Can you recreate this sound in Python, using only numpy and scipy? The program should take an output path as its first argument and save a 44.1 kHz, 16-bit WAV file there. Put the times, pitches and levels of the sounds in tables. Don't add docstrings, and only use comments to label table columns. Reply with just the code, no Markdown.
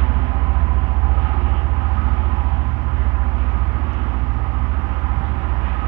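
import sys
import numpy as np
from scipy import signal
from scipy.fft import rfft, irfft, dct, next_fast_len
from scipy.io import wavfile
from scipy.ndimage import uniform_filter1d, map_coordinates

SR = 44100
rng = np.random.default_rng(int(sys.argv[2]) if len(sys.argv) > 2 else 0)


def bounce(signal):
    frames = np.transpose(np.atleast_2d(signal))
    limited = np.clip(frames, -1, 1)
    pcm = np.round(limited * 32767).astype(np.int16)
    wavfile.write(sys.argv[1], SR, pcm)


N = 259244
SHAFT_HZ, FIRST_THROB_S = 14.756, .029
LEFT_LAG_S, TOP_HZ = .00027, 15720

# t/s, 4th level/dB, 5th level/dB
STACK_LEVELS = [(0, -20, -23), (.35, -22, -25), (.62, -21.5, -21.5), (.92, -22.5, -25), (1.1, -21.5, -21.5),
                (1.4, -21.5, -23.5), (1.9, -23.5, -22.5), (2.4, -24, -23), (2.75, -24.5, -26),
                (3.05, -23, -24), (3.4, -23, -26.5), (3.85, -25.5, -25.5), (4, -23, -28.5), (4.5, -26, -28),
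                (4.7, -26, -26.5), (5.3, -27, -26), (5.88, -24, -31)]
LOCKED_PHASE = {3: 0, 4: 0, 5: 0, 6: .5, 7: 0, 8: .75}
CLEAR_ORDERS = (7, 8, 17, 21, 24, 52, 55, 67, 68.5, 83)
CLEAR_REST_DB = (-43.5, -45.5, -53, -51.5, -57, -59, -56.5, -61, -60.5, -58.5)
# centre t/s, length/s, level/dB
CLEAR_SWELLS = [
    [(.5, .6, -48), (1.8, 0.92, -39.5), (3.8, 0.64, -43), (5.3, 0.88, -40)],
    [(2.85, 0.56, -42.5), (3.7, .3, -43.5), (4.35, .4, -38.5), (4.75, .25, -40.5), (5.4, .4, -46)],
    [(.15, 0.47, -41), (3, 0.43, -50.5), (4.1, 1.14, -43)],
    [(2.05, .4, -56), (2.7, 0.2, -50.5), (5.1, 1.5, -52)],
    [(1.5, 0.25, -44.5), (2.25, 0.45, -50.5), (3.8, 0.55, -52.5)],
    [(1, 0.42, -42.5), (1.85, 0.47, -49), (4.25, 0.33, -53)],
    [(1.5, 0.78, -44.5), (3.25, 0.27, -53), (4.45, 0.4, -48), (5.3, 0.65, -48.5)],
    [(.8, 0.82, -56), (2.5, 0.63, -48.5), (5.1, 0.35, -48.5), (5.55, 0.28, -49)],
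    [(.7, 0.86, -51.5), (2.5, 0.8, -50.5), (5.7, 0.28, -53.5)],
    [(2.1, .5, -51), (3.55, 0.47, -52), (4.2, 0.65, -51), (5.8, .2, -45)],
]
WEAK_ORDERS = (3, 6, 9, 12, 14, 16, 19, 26, 54, 58, 69, 85, 87)
WEAK_ORDER_DB = (-44, -46.5, -54.5, -52.5, -50, -52.5, -59, -59, -58, -59.5, -54.5, -55.5, -58)
# f/Hz, order, in-step t/s
BEAT_TONES = [(57.02, 4, .102), (58.0, 4, .378), (59.81, 4, .879), (60.97, 4, .011), (68.81, 5, .04),
              (117.3, 8, .217)]
BEAT_DB = (-47, -46, -41, -41, -47, -47)
# f/Hz, level/dB
ENGINE_HUMS = [(40.1, -53.5), (41.7, -45.5), (174.5, -58.5), (234.6, -47.5), (352.2, -57)]

# f/Hz, level/dB
RUMBLE_SPECTRUM = [(20, -20), (33, -20), (42, -1.5), (60, -2), (85, -2.5), (100, -3), (120, -2.5),
                   (150, -6), (200, -8.5), (260, -10.5), (400, -37.5), (700, -120)]
DRONE_SPECTRUM = [(80, -120), (190, -8.5), (260, -2.5), (370, -2.5), (450, -7.5), (600, -6), (800, -19),
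                  (1500, -120)]
ROAR_SPECTRUM = [(250, -120), (450, -17), (700, -4), (930, 0), (1100, 0.5), (1280, -2), (1400, -4),
                 (2000, -8.5), (2600, -21), (4000, -46.5), (8000, -120)]
RASP_SPECTRUM = [(800, -120), (1800, -9.5), (2300, 0.5), (3000, -2.5), (3500, -11.5), (4000, -19),
                 (4600, -38.5), (12000, -120)]
FIZZ_SPECTRUM = [(2000, -120), (3800, -0.5), (4500, 0), (5200, -1.5), (6300, -10.5), (7200, -24.5),
                 (12000, -96.5)]
# level/dB, fade/(dB/s), share of roar swing, share of rasp swing, waver/dB
NOISE_LAYERS = [(-34, 0.62, 0.017, 0.03, 1.3), (-42.5, .5, 0.61, 0, 0.65), (-38.5, 0, 0.68, 0.2, 0),
                (-51.5, 0, 0.03, 1, 1.12), (-71.5, 0, 0.073, .3, 0.4)]
# t/s, roar level/dB, grinding rasp level/dB
LOAD_SWINGS = [(0.0, -42.5, -47.5), (0.05, -45.5, -50), (1.0, -49.5, -54), (1.3, -46.5, -50.5),
               (1.5, -46, -52), (1.7, -47, -53.5), (2.06, -46.5, -50.5), (2.91, -49, -55.5),
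               (3.0, -45.5, -53), (3.31, -47.5, -56.5), (3.42, -47.5, -52), (4.19, -47.5, -51.5),
               (4.22, -49, -54), (4.6, -48, -53), (4.85, -46, -53), (5.01, -46, -52.5),
               (5.53, -45.5, -53.5), (5.7, -44.5, -47.5), (5.76, -46, -51.5), (5.88, -44, -47.5)]
# f/Hz, width/Hz
HOUSING_BANDS = [(689, 63), (790, 71), (864, 45), (1004.4, 71), (1250.6, 75), (1160, 30), (1389, 53)]
HOUSING_REST_DB = (-54.5, -51, -50.5, -54, -51, -61.5, -60.5)
# centre t/s, length/s, level/dB
HOUSING_SWELLS = [
    [(.7, 1.9, -48.5), (2.5, 0.18, -47.5)],
    [(.4, 0.3, -39.5), (1.25, 0.54, -40), (1.9, 0.34, -41.5), (2.5, 0.44, -42.5), (3.2, 0.26, -43.5),
     (4.15, 0.14, -43), (4.52, 0.19, -40), (5.15, 0.22, -43), (5.4, .5, -46.5), (5.8, 0.11, -43)],
    [(.05, 0.21, -41.5), (1.3, 0.64, -41.5), (1.8, 0.23, -45.5), (2.3, .35, -41.5), (4.5, 0.25, -49),
     (5.4, 0.63, -48)],
    [(.1, 0.37, -48.5), (.7, 0.89, -40.5), (1.8, 0.22, -42), (2.5, 0.59, -43), (3.15, 0.26, -43.5),
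     (3.5, 0.67, -46.5), (4.55, 0.27, -45.5), (5.08, 0.2, -44), (5.65, 0.34, -42.5)],
    [(.4, 0.22, -45), (1.35, 0.44, -41), (2.05, 0.66, -41.5), (2.8, 0.32, -46.5), (3.6, 0.47, -43.5),
     (4.1, 0.26, -43.5), (4.5, .2, -45.5), (4.9, 0.69, -44), (5.78, 0.18, -39)],
    [(1.5, .3, -53), (3.95, .45, -49), (4.7, 0.63, -49)],
    [(3, .5, -54), (4, .5, -53.5), (5.3, .8, -51.5)],
]
# centre t/s, length/s, level/dB, f/Hz, width/Hz
GRIND_SCRAPES = [(1.475, 0.06, -48, 2600, 1100), (1.584, 0.088, -49.5, 2860, 800),
                 (4.02, 0.28, -54.5, 2550, 1200), (4.925, 0.092, -55, 2700, 996),
                 (5.269, 0.093, -54, 2700, 1900), (5.74, 0.19, -46.5, 1790, 400)]
# centre t/s, length/s, level/dB, f/Hz, rise/(Hz/s)
STEEL_SQUEAL = (4.31, .22, -55.5, 1960, 500)
# t/s, level/dB before filtering
BALLAST_TICKS = [(3.933, -47)]

# f/Hz, coherence
PORT_COHERENCE = [(60, .99), (200, .92), (500, .7), (1000, .72), (2000, .4), (4000, .2)]
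# f/Hz, level/dB
LEFT_RESPONSE = [(60, -25.5), (94, -23), (150, -27), (230, -24.5), (360, -24), (570, -22.5), (890, -27.5),
                 (1400, -25.5), (2200, -22.5), (3450, -20)]
# f/Hz, level/dB
HISS_SPECTRUM = [(100, -3), (4000, 1), (5500, 1.5), (7200, -2.5), (8100, 0.5), (8700, -3.5), (10500, -8),
                 (13000, -3), (16000, -5)]


def engines():
    t = np.arange(N) / SR
    turns = SHAFT_HZ * (t - FIRST_THROB_S)
    order_cycles = lambda k: k * turns + LOCKED_PHASE.get(k, rng.random())
    fourth_db, fifth_db = curves(STACK_LEVELS)
    throb = amp(fourth_db) * tone(4 * turns, .2, .08) + amp(fifth_db) * tone(5 * turns, .2, .08)
    beats = sum(amp(db) * tone(order_cycles(k) + (hz - k * SHAFT_HZ) * (t - in_step_s), .5, .38)
                for (hz, k, in_step_s), db in zip(BEAT_TONES, BEAT_DB))
    clear = sum(swell_gain(swells, db) * tone(order_cycles(k), 1.2, .4)
                for k, db, swells in zip(CLEAR_ORDERS, CLEAR_REST_DB, CLEAR_SWELLS))
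    weak = sum(amp(db) * tone(order_cycles(k), 2.0, .12 * np.sqrt(k))
               for k, db in zip(WEAK_ORDERS, WEAK_ORDER_DB))
    hums = sum(amp(db) * tone(hz * t, .88, .21) for hz, db in ENGINE_HUMS)
    return throb + beats + clear + weak + hums


def machinery_roar():
    from_middle_s = (np.arange(N) - N / 2) / SR
    roar_db, rasp_db = [db - db.mean() for db in curves(LOAD_SWINGS)]
    spectra = RUMBLE_SPECTRUM, DRONE_SPECTRUM, ROAR_SPECTRUM, RASP_SPECTRUM, FIZZ_SPECTRUM
    sound = 0
    for (db, fade_db_per_s, roar_share, rasp_share, waver_db), spectrum in zip(NOISE_LAYERS, spectra):
        swing_db = roar_share * roar_db + rasp_share * rasp_db + waver_db * wobble(9)
        level_db = db - fade_db_per_s * from_middle_s + swing_db
        sound += amp(level_db) * noise_pair(db_response(spectrum), patchy_db=.7)
    return sound


def housings(surge_db=1.1):
    sound = 0
    for (hz, width_hz), rest_db, swells in zip(HOUSING_BANDS, HOUSING_REST_DB, HOUSING_SWELLS):
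        gain = swell_gain(swells, rest_db) * amp(surge_db * wobble(9.2))
        ring = noise_pair(mode_cluster(hz, width_hz), patchy_db=-.5)
        sound += gain * levelled(ring)
    return sound


def scrapes():
    return sum(swell_gain([(at_s, length_s, db)]) * noise_pair(mode_cluster(hz, width_hz), patchy_db=1.5)
               for at_s, length_s, db, hz, width_hz in GRIND_SCRAPES)


def squeal():
    at_s, length_s, db, hz, rise_hz_per_s = STEEL_SQUEAL
    t = np.arange(N) / SR - at_s
    cycles = hz * t + rise_hz_per_s * t ** 2 / 2
    return swell_gain([(at_s, length_s, db)]) * tone(cycles, waver_db=2.5, drift_rad=1.3)


def ballast_tick(t60_s=.018):
    snap = np.zeros(N + SR)
    t = np.arange(SR // 20) / SR
    for at_s, db in BALLAST_TICKS:
        snap[round(at_s * SR):][:len(t)] += amp(db - 60 * t / t60_s) * rng.standard_normal(len(t))
    return filtered(snap[:N], mode_cluster(hz=5200, width_hz=2600))


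def amp(db):
    return 10 ** (np.asarray(db) / 20)


def unit_rms(x):
    return x / np.sqrt(np.mean(x ** 2) + 1e-20)


def log_interp(points, hz):
    knots_hz, values = np.transpose(points)
    return np.interp(np.log(hz + 1), np.log(knots_hz + 1), values)


def curves(rows):
    knots_s, *columns = np.transpose(rows)
    return [np.interp(np.arange(N) / SR, knots_s, column) for column in columns]


def wobble(rate_hz):
    return map_coordinates(rng.standard_normal(int(N * rate_hz / SR) + 4), [np.arange(N) * rate_hz / SR])


def swell_gain(swells, rest_db=-np.inf, steepness=2.2):
    t = np.arange(N) / SR
    swell_power = sum(amp(2 * db) * np.exp(-np.abs(2 * (t - at_s) / length_s) ** steepness)
                      for at_s, length_s, db in swells)
    return np.sqrt(amp(2 * rest_db) + swell_power)


def levelled(x, window_s=.2):
    return x / np.sqrt(np.abs(uniform_filter1d(x ** 2, size=round(window_s * SR))) + 1e-9)


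def db_response(points):
    return lambda f: amp(log_interp(points, f))


def mode_cluster(hz, width_hz):
    return lambda f: 1 / (1 + (2 * (f - hz) / width_hz) ** 4)


def filtered(x, response):
    size = next_fast_len(N + SR // 2)
    return irfft(rfft(x, size) * response(np.fft.rfftfreq(size, 1 / SR)), size)[..., :N]


def tone(cycles, waver_db, drift_rad):
    gain = np.sqrt(2) * amp(waver_db * wobble(2.8))
    return gain * np.cos(2 * np.pi * cycles + drift_rad * wobble(2.52))


def noise_pair(response, patchy_db):
    spectra = signal.stft(rng.standard_normal((2, N + 512)), nperseg=512)[2]
    patches = uniform_filter1d(rng.standard_normal(spectra.shape[1:]), 6, axis=0)
    patches = unit_rms(uniform_filter1d(patches, 20, axis=1))
    noise = signal.istft(spectra * amp(patchy_db * patches), nperseg=512)[1][:, :N]
    return unit_rms(filtered(noise, response))


def scene():
    direct, scattered = machinery_roar() + housings() + scrapes()
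    coherent = engines() + ballast_tick() + squeal()
    coherence = lambda f: np.clip(log_interp(PORT_COHERENCE, f), 0, 1)
    lag = lambda f: np.exp(-2j * np.pi * f * LEFT_LAG_S)
    left = filtered(direct, lambda f: coherence(f) * lag(f)) + filtered(coherent, lag)
    left += filtered(scattered, lambda f: np.sqrt(1 - coherence(f) ** 2))
    return amp(5.0) * np.array([left, direct + coherent])


def record(dry):
    ports = np.array([filtered(dry[0], db_response(LEFT_RESPONSE)), dry[1]])
    hiss = amp([[-72], [-71]]) * noise_pair(db_response(HISS_SPECTRUM), patchy_db=1.3)
    passband = np.arange(N) * SR / (2 * N) < TOP_HZ
    return dct(dct(ports + hiss, norm="ortho") * passband, type=3, norm="ortho")


dry = scene()
out = record(dry)
bounce(out)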